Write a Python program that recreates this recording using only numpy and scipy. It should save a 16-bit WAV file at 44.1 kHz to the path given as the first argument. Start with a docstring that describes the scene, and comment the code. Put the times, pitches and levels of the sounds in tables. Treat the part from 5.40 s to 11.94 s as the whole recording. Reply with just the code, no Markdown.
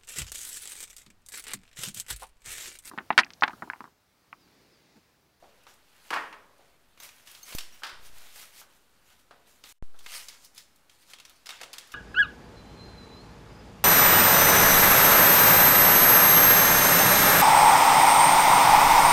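"""A small, hard-walled closet, where a man seals a furnace cabinet over a steady hiss of air. Shoes and hands
bump, a stiff panel clatters down and rings, and small hard things clack and clink. Clothes and plastic
sheeting rustle as he bends for the tape; a strip peels off in tiny slips of glue and is pressed on with
sharp crinkles. Jumps in the signal's offset make low pops, and the sound drops out once, briefly."""
import sys
import numpy as np
from scipy import signal
from scipy.fft import rfft, irfft
from scipy.io import wavfile

SR = 44100
rng = np.random.default_rng(int(sys.argv[2]) if len(sys.argv) > 2 else 0)


def wrap_up_sound(samples):
    """Save the sound to the file named by the first command line argument, as 16-bit audio."""
    columns = np.atleast_2d(samples).T
    # keep every value between -1 and 1, then stretch to whole-number steps
    tamed = np.clip(columns, -1, 1)
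    steps = np.round(tamed * 32767).astype(np.int16)
    wavfile.write(sys.argv[1], SR, steps)


N = 288414
TIME = np.arange(N) / SR
CUTOFF_HZ = 15620
DIP_S, MUTE_S, RETURN_S = 4.326, 4.385, 4.4245   # the dropout


def from_db(db):
    """Decibels to gain."""
    return 10 ** (np.asarray(db) / 20)


def rms_one(x):
    """Scale to rms 1."""
    return x / np.sqrt(np.mean(x ** 2) + 1e-20)


def at_hz(points, hz):
    """Read a curve on a log-frequency axis."""
    f, value = np.transpose(points)
    return np.interp(np.log(hz + 1), np.log(f), value)


def add(out, s, sound):
    """Mix a sound in at s seconds."""
    i = max(0, round(s * SR))
    out[i:i + len(sound)] += sound[:N - i]


def colour(x, spectrum, tilt_db=0, peaks_hz=(), peak_db=7.0, peak_octaves=0.096, size=4096):
    """Minimum-phase EQ of unit energy: a spectrum, tilted per octave, with resonances on top."""
    hz = np.arange(size // 2 + 1) * SR / size
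    shape_db = at_hz(spectrum, hz) + tilt_db * np.log2(np.clip(hz, 700, CUTOFF_HZ))
    shape_db += sum(peak_db / (1 + (np.log2((hz + 1) / f) / peak_octaves) ** 2) for f in peaks_hz)
    cepstrum = irfft(np.log(from_db(shape_db)))
    cepstrum[1:size // 2] *= 2   # folded forward, so nothing rings ahead of an attack
    cepstrum[size // 2 + 1:] = 0
    response = irfft(np.exp(rfft(cepstrum)))
    return signal.fftconvolve(x, response / np.linalg.norm(response))[:len(x)]


def air():
    """Room tone: a steady hiss, heaviest in the lows."""
    # noise colour: f/Hz, level/dB
    spectrum = [(15, -30.5), (25, 5), (140, -5), (227, -4), (523, -7), (722, -8), (895, -7.5), (1020, -8.5),
                (1530, -8.5), (1660, -12), (2300, -15), (3530, -16.5), (4260, -15.5), (5010, -22),
                (15500, -23.5)]
    return from_db(-67.5) * colour(rng.standard_normal(N), spectrum)


def contacts(hits, spectrum, crack, rise_s, size=8192):
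    """Each hit is a crack in a fast-dying noise burst; returns these and compact blows for the reverb."""
    direct, blows, t = np.zeros(N), np.zeros(N), TIME[:size]
    click = signal.unit_impulse(size, round(SR / 1000))
    for s, db, tilt_db, fade_s, *own_hz in hits:
        envelope = np.exp(-t / fade_s) * (1 - np.exp(-t / rise_s))
        strength = from_db(db) * np.sqrt(np.mean(envelope ** 2))
        burst = rng.standard_normal(size) * envelope + crack * click
        add(direct, s, strength * rms_one(colour(burst, spectrum, tilt_db, own_hz)))
        blow = rms_one(colour(click, spectrum, tilt_db, own_hz))
        add(blows, s, strength * blow * rng.choice([-1, 1]))
    return direct, blows


def closet(x, wet_db, early_db, early_s, bands=12):
    """The walls return a cluster of near echoes and a diffuse tail that dies sooner in the treble."""
    # reverb decay: f/Hz, t60/s
    decay = [(150, 1), (500, 1), (1000, 0.53), (2000, 0.53), (4500, 0.43), (8000, 0.53), (15000, 0.1)]
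    t, tail = TIME[:SR], 0
    edges = np.geomspace(60, 18000, bands + 1)
    for low, high in zip(edges, edges[1:]):
        bandpass = signal.butter(2, [low, high], "band", fs=SR, output="sos")
        band = signal.sosfilt(bandpass, rng.standard_normal(SR))
        tail = tail + band * from_db(-60 * t / at_hz(decay, np.sqrt(low * high)))
    early = rng.standard_normal(SR) * (rng.random(SR) < .05) * np.exp(-t / early_s)
    build_up = 1 - np.exp(-(t / 0.0019) ** 2)
    echoes = from_db(wet_db) * rms_one(tail * build_up) + from_db(early_db) * rms_one(early * build_up)
    return signal.fftconvolve(x, echoes / np.sqrt(SR))[:N]


def bumps():
    """Shoes and hands land dully on the vinyl floor and the cabinet."""
    # soft hits: t/s, level/dB, tilt/(dB/octave), fade/s
    hits = [(0.023, -52, -3, 0.0089), (0.037, -53.5, 4, 0.0093), (1.19, -61.5, -1, 0.035),
            (2.958, -46.5, 12, 0.0066), (3.9095, -39.5, 6, 0.0016), (6.211, -47.5, 6, 0.016)]
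    # dull body of a bump: f/Hz, level/dB
    spectrum = [(80, -16.5), (200, -16), (400, -7), (650, 0), (950, -8.5), (1500, -17), (4000, -38.5),
                (15000, -68)]
    direct, blows = contacts(hits, spectrum, crack=0.96, rise_s=0.00071)
    return from_db(1.0) * (direct + closet(blows, wet_db=-2.0, early_db=-3.0, early_s=0.028))


def effort(gestures, rest_db, rest_brightness_db, roundness=0.54):
    """Level and brightness of sliding: each gesture swells to a rounded crest and sinks back to rest."""
    power = np.full(N, from_db(rest_db) ** 2)
    brightness = power * rest_brightness_db
    for s, db, brightness_db, swell_s, release_s in gestures:
        distance = np.maximum((s - TIME) / swell_s, (TIME - s) / release_s)
        fall = np.hypot(distance, roundness) - roundness
        share = (from_db(db) * np.exp(-np.minimum(fall, 20))) ** 2
        share *= (TIME > MUTE_S) == (s > MUTE_S)   # no gesture carries across the dropout
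        power += share
        brightness += share * brightness_db
    return 10 * np.log10(power), brightness / power


def grains(per_s, spread_db):
    """Random tiny clicks of uneven size, rms about 1."""
    sizes_db = spread_db * np.minimum(rng.exponential(1, N), 4)
    clicks = rms_one(from_db(sizes_db) * rng.choice([-1, 1], N))
    chance = per_s / SR
    return clicks * (rng.random(N) < chance) / np.sqrt(chance)


def drift(per_s):
    """A gliding random wobble of spread about 1."""
    steps = rng.standard_normal(2000)
    return np.interp(TIME * per_s, np.arange(len(steps)), steps)


def friction(level_db, brightness_db, spectrum, per_s, spread_db, patchy_db, folds=9):
    """Many little slips ride a level curve; brightness see-saws between body and treble."""
    slips = colour(grains(per_s, spread_db), spectrum)
    # folds form and flatten, each with a resonance that comes and goes
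    for hz in np.geomspace(1400, 9000, folds):
        fold = signal.lfilter(*signal.iirpeak(hz, Q=7, fs=SR), slips)
        slips = slips + fold * (from_db(patchy_db * drift(per_s=30)) - 1)
    body = signal.sosfilt(signal.butter(1, 3500, fs=SR, output="sos"), slips)
    treble = slips - body
    return from_db(level_db) * (body * from_db(-brightness_db) + treble * from_db(brightness_db))


def faint_creases(level_db, count, above_db=6, spread_db=5, tilt_db=7.5, hz=3420, spread_octaves=0.33):
    """Cues for small creases that give way at random, denser and louder the harder the plastic moves."""
    odds = np.cumsum(from_db(0.3 * level_db))
    moments = np.searchsorted(odds, odds[-1] * (np.arange(count) + rng.random(count)) / count)
    return [(i / SR, level_db[i] + above_db + spread_db * size, tilt_db, hz * 2 ** (spread_octaves * pitch))
            for i, (size, pitch) in zip(moments, rng.standard_normal((count, 2)))]


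def creases(cues, fade_s=0.0031):
    """Each crease snaps through with a short crack at its own resonance."""
    # colour of a snap: f/Hz, level/dB
    spectrum = [(100, -26.5), (300, -13.5), (700, -9.5), (1100, -4.5), (2000, -0.5), (3300, 1), (5000, -1),
                (7000, -3), (11000, -8.5), (15500, -14)]
    hits = [(s, db, tilt_db, fade_s, hz) for s, db, tilt_db, hz in cues]
    return np.array(contacts(hits, spectrum, crack=0.5, rise_s=0.0015))


def rustle():
    """Clothes and sheeting slide, never quite still, with a few small creases and clinks among them."""
    # body movements: crest t/s, level/dB, brightness/dB, swell/s, release/s
    moves = [(0.15, -67.5, -4.5, 0.4, 0.3), (0.285, -57.5, -2.5, 0.007, 0.046),
             (0.72, -56.5, -2.5, 0.13, 0.13), (1.23, -68, -4.5, 0.13, 0.12),
             (1.645, -45.5, 1, 0.021, 0.028), (1.75, -58.5, -0.5, 0.037, 0.12),
             (1.885, -51.5, 0.5, 0.016, 0.12), (2.095, -43.5, 0.5, 0.024, 0.075),
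             (2.34, -57, -1.5, 0.02, 0.11), (2.67, -51.5, 0, 0.038, 0.02), (2.79, -52.5, -1.5, 0.052, 0.16),
             (3.005, -46, 2, 0.042, 0.04), (3.2, -50, 2.5, 0.045, 0.02), (3.33, -64.5, 0.5, 0.027, 0.055),
             (3.705, -60.5, -1.5, 0.045, 0.05), (3.8, -62.5, 1, 0.01, 0.015),
             (4.085, -60.5, 1, 0.016, 0.08), (4.26, -52.5, 0.5, 0.01, 0.3)]
    # colour of sliding cloth: f/Hz, level/dB
    spectrum = [(100, -8.5), (300, -10), (700, -2), (1400, 0.5), (3000, 1.5), (5000, -1.5), (8000, -3),
                (12000, -4), (15500, -7)]
    level_db, brightness_db = effort(moves, rest_db=-73.5, rest_brightness_db=0.5)
    slide = friction(level_db, brightness_db, spectrum, per_s=5000, spread_db=2.0, patchy_db=2.5)
    snaps, _ = creases(faint_creases(level_db, count=24))
    sound = from_db(-0.7) * slide + from_db(2.5) * snaps + clinks()
    return sound + closet(sound, wet_db=-15.5, early_db=-15.0, early_s=0.023)


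def ringing(hits, modes, spread_db=4.9):
    """Every hit sets the same modes ringing in a new balance."""
    out, t = np.zeros(N), TIME[:SR]
    hz, mode_db, t60 = np.transpose(modes)
    rings = np.sin(2 * np.pi * hz[:, None] * t) * from_db(-60 * t / t60[:, None])
    for s, db, *_ in hits:
        strengths = from_db(db + mode_db + rng.normal(0, spread_db, len(hz)))
        add(out, s, (strengths * rng.choice([-1, 1], len(hz))) @ rings)
    return out


def clacks():
    """Small hard things are picked up and set down: light attacks with a faint ring."""
    # hard hits: t/s, level/dB, tilt/(dB/octave), fade/s
    hits = [(0.2665, -48.5, -13, 0.0056), (2.420, -40, -8, 0.0048), (2.4339, -21.5, 0, 0.0029),
            (2.445, -32.5, 2.5, .005), (2.452, -33, -4, 0.0033), (2.466, -38, 2.5, 0.01),
            (2.49, -40.5, 0.5, 0.017), (3.215, -40, -7.5, 0.0023), (3.909, -42, -1.5, 0.0026),
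            (4.543, -48.5, -11, 0.0041), (6.234, -45, -10, 0.006)]
    # colour of the attack: f/Hz, level/dB
    spectrum = [(50, -47), (100, -31), (300, -15), (700, -9), (1100, -0.5), (1450, 4.5), (2200, -4.5),
                (3400, -2.5), (4300, -5.5), (5000, -4.5), (6200, -14.5), (10000, -21), (15500, -26)]
    # ring of the objects: f/Hz, level/dB, t60/s
    modes = [(913, -6.5, 0.41), (1225, 2, 0.19), (1450, -8, 0.27), (1570, 4, 0.26), (3600, -16, 0.18),
             (4900, -8, 0.26), (5080, -35, 0.29)]
    direct, blows = contacts(hits, spectrum, crack=4.9, rise_s=0.00059)
    direct += from_db(-27.5) * ringing(hits, modes)
    return from_db(-3.5) * (direct + closet(blows, wet_db=-2.0, early_db=-5.5, early_s=0.014))


def tape():
    """The glue lets go in countless small slips; creases snap as tape and sheeting are handled."""
    # pulls and rubs: crest t/s, level/dB, brightness/dB, swell/s, release/s
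    pulls = [(4.75, -41, 3, 0.048, 0.06), (4.9, -52.5, 0, 0.022, 0.057), (5.045, -57, 3, 0.031, 0.025),
             (5.19, -53.5, 4, 0.022, 0.026), (5.515, -62, -1, 0.01, 0.05), (5.62, -61.5, 5, 0.02, 0.025),
             (5.71, -51.5, 2, 0.02, 0.019), (5.88, -62.5, -2, 0.05, 0.16), (6.1, -50.5, -4, 0.011, 0.08),
             (6.35, -56, -6, 0.015, 0.13), (6.535, -53, 0, 0.025, 0.037)]
    # colour of the peel: f/Hz, level/dB
    spectrum = [(180, -59), (300, -38), (417, -16), (526, -7), (590, -12.5), (685, -7.5), (1200, -4.5),
                (2000, -4), (2830, -4), (5000, -4.5), (9000, -11), (12300, -12.5), (15500, -16)]
    # foreground creases: t/s, level/dB, tilt/(dB/octave), resonance f/Hz
    crinkles = [(0.2671, -40, -5, 1200), (1.5746, -44, -5, 2310), (1.6011, -35.5, -3, 6300),
                (1.6241, -40, -3, 2880), (1.6892, -37.5, -1, 2440), (1.8724, -37.5, 0.5, 3340),
                (1.9484, -36, -0.5, 4070), (2.124, -32.5, -4.5, 2320), (2.1482, -28, 4, 6100),
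                (2.1836, -20.5, 0.5, 3040), (2.206, -30.5, -1.5, 4520), (4.2383, -33.5, -2.5, 4060),
                (4.5887, -40, 3, 3310), (4.6054, -45, -7.5, 3480), (4.6613, -29, -3, 2050),
                (4.7484, -29.5, -0.5, 2966), (4.884, -28, 1.5, 4840), (5.0468, -37.5, 8, 5130),
                (5.147, -44.5, 6, 10900), (5.1777, -31, 2, 5200), (5.3592, -49, 8, 3450),
                (5.4953, -43, 0, 3300), (5.7342, -31, -1.5, 3320), (5.7853, -39, -2, 3190),
                (5.7992, -35.5, -1, 2590), (5.8506, -35.5, -1, 5670), (5.895, -41, 7, 3800),
                (6.0584, -33.5, 0, 3240), (6.0674, -30.5, -1.5, 5100), (6.0902, -25, -2, 2820),
                (6.1044, -28, -2.5, 3700), (6.2039, -37, -5, 3290), (6.213, -28.5, -1, 1900),
                (6.232, -28, -1, 2790), (6.3306, -28.5, 3.5, 4700), (6.3377, -31.5, -3.5, 4200),
                (6.3819, -26.5, 2, 3310), (6.5184, -36, 3, 2870)]
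    level_db, brightness_db = effort(pulls, rest_db=-79.5, rest_brightness_db=-8.5)
    peel = friction(level_db, brightness_db, spectrum, per_s=3500, spread_db=2.5, patchy_db=4.5)
    peel *= from_db(-2.0)
    snaps, blows = from_db(-1.0) * creases(crinkles + faint_creases(level_db, count=36))
    send = from_db(-6.5) * peel + blows
    return peel + snaps + closet(send, wet_db=-8.0, early_db=-4.5, early_s=0.018)


def panel():
    """A stiff panel lands on one edge, then slaps down, bounces and rings."""
    # knocks on floor and cabinet: t/s, level/dB, tilt/(dB/octave), fade/s
    hits = [(0.7048, -25.5, 5, 0.0048), (0.710, -28, -12, 0.0038), (0.717, -36, -3, 0.0037),
            (0.7265, -28, -2.5, 0.0065), (0.731, -21, 0, 0.0085), (0.7385, -25.5, 5, 0.005),
            (0.746, -40, -0.5, 0.014), (0.753, -29.5, 0.5, 0.0055), (0.761, -24.5, -1, 0.01),
            (0.768, -23, -6, 0.0046), (0.927, -38, 2, 0.0066)]
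    # colour of the slap: f/Hz, level/dB
    spectrum = [(50, -71), (100, -52.5), (135, -26.5), (200, -21), (330, -14.5), (500, -12), (750, -7.5),
                (1050, 3), (1600, -1), (2200, -5.5), (3000, -11), (4000, -20.5), (4900, -20.5), (6000, -29),
                (10000, -36.5), (15500, -48)]
    # ring of the panel: f/Hz, level/dB, t60/s
    modes = [(328, -22, .5), (510, -24.5, 1), (863, -15, 0.45), (1057, -1.5, 0.4), (1140, -34, .3),
             (1274, -1, 0.22), (1240, -9, 0.32), (1494, -5, 0.22), (1637, 4, 0.14), (1544, -16, 0.14),
             (1860, 0, 0.29), (1820, -23, 0.32), (2140, -21, 0.26)]
    direct, blows = contacts(hits, spectrum, crack=2.2, rise_s=0.00052)
    direct += from_db(-21.0) * ringing(hits, modes)
    return from_db(-0.5) * (direct + closet(blows, wet_db=-6.0, early_db=-4.0, early_s=0.032))


def clinks():
    """Small metal things touch and ring in high, pure modes."""
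    # pings: t/s, level/dB, f/Hz, t60/s
    pings = [(1.6, -50, 6370, 0.065), (1.6, -46.5, 12100, 0.11), (2.031, -41.5, 6358, 0.083),
             (2.03, -46, 4330, 0.046), (2.03, -44, 13500, 0.04), (2.152, -43, 14400, .16),
             (2.152, -36, 14520, .09), (2.151, -47, 10750, 0.1), (2.151, -48, 6020, .14),
             (2.186, -48, 5470, 0.25), (2.325, -53, 5670, 0.11), (2.343, -58, 14300, .08)]
    out, t = np.zeros(N), TIME[:SR // 2]
    for s, db, hz, t60 in pings:
        add(out, s, from_db(db - 60 * t / t60) * np.sin(2 * np.pi * hz * t))
    return out


def offset_pops(flutter_s=2.529, gap_s=0.034, flutter_height=-0.0027):
    """The signal's offset jumps and leaks away as a low pop; a run of small jumps flutters softly."""
    # offset jumps: t/s, signed height, rise/s, settling/s
    jumps = [(2.1503, 0.026, 0.00022, 0.098), (2.1506, 0.084, 0.00022, 0.00067),
             (4.4255, -0.037, 0.00011, 0.13)]
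    flutter = [(flutter_s + k * gap_s, flutter_height, .0002, .11) for k in range(8)]
    out, t = np.zeros(N), TIME[:SR]
    for s, height, rise_s, settle_s in jumps + flutter:
        add(out, s, height * (np.exp(-t / settle_s) - np.exp(-t / rise_s)))
    return out


def scene():
    """All the handling over the closet's steady hiss, in mono."""
    return (air() + panel() + clacks() + bumps() + rustle() + tape())[None]


def record(dry, steady_offset=-0.00049):
    """The level drops out in two steps and returns, the offset pops, a steep low-pass trims the top."""
    gain_db = (-27 * (TIME > DIP_S) - 25 * (TIME > MUTE_S)) * (TIME < RETURN_S)
    sound = dry * from_db(gain_db) + offset_pops() + steady_offset
    return signal.sosfilt(signal.ellip(12, .1, 80, CUTOFF_HZ, fs=SR, output="sos"), sound)


dry = scene()
out = record(dry)
wrap_up_sound(out)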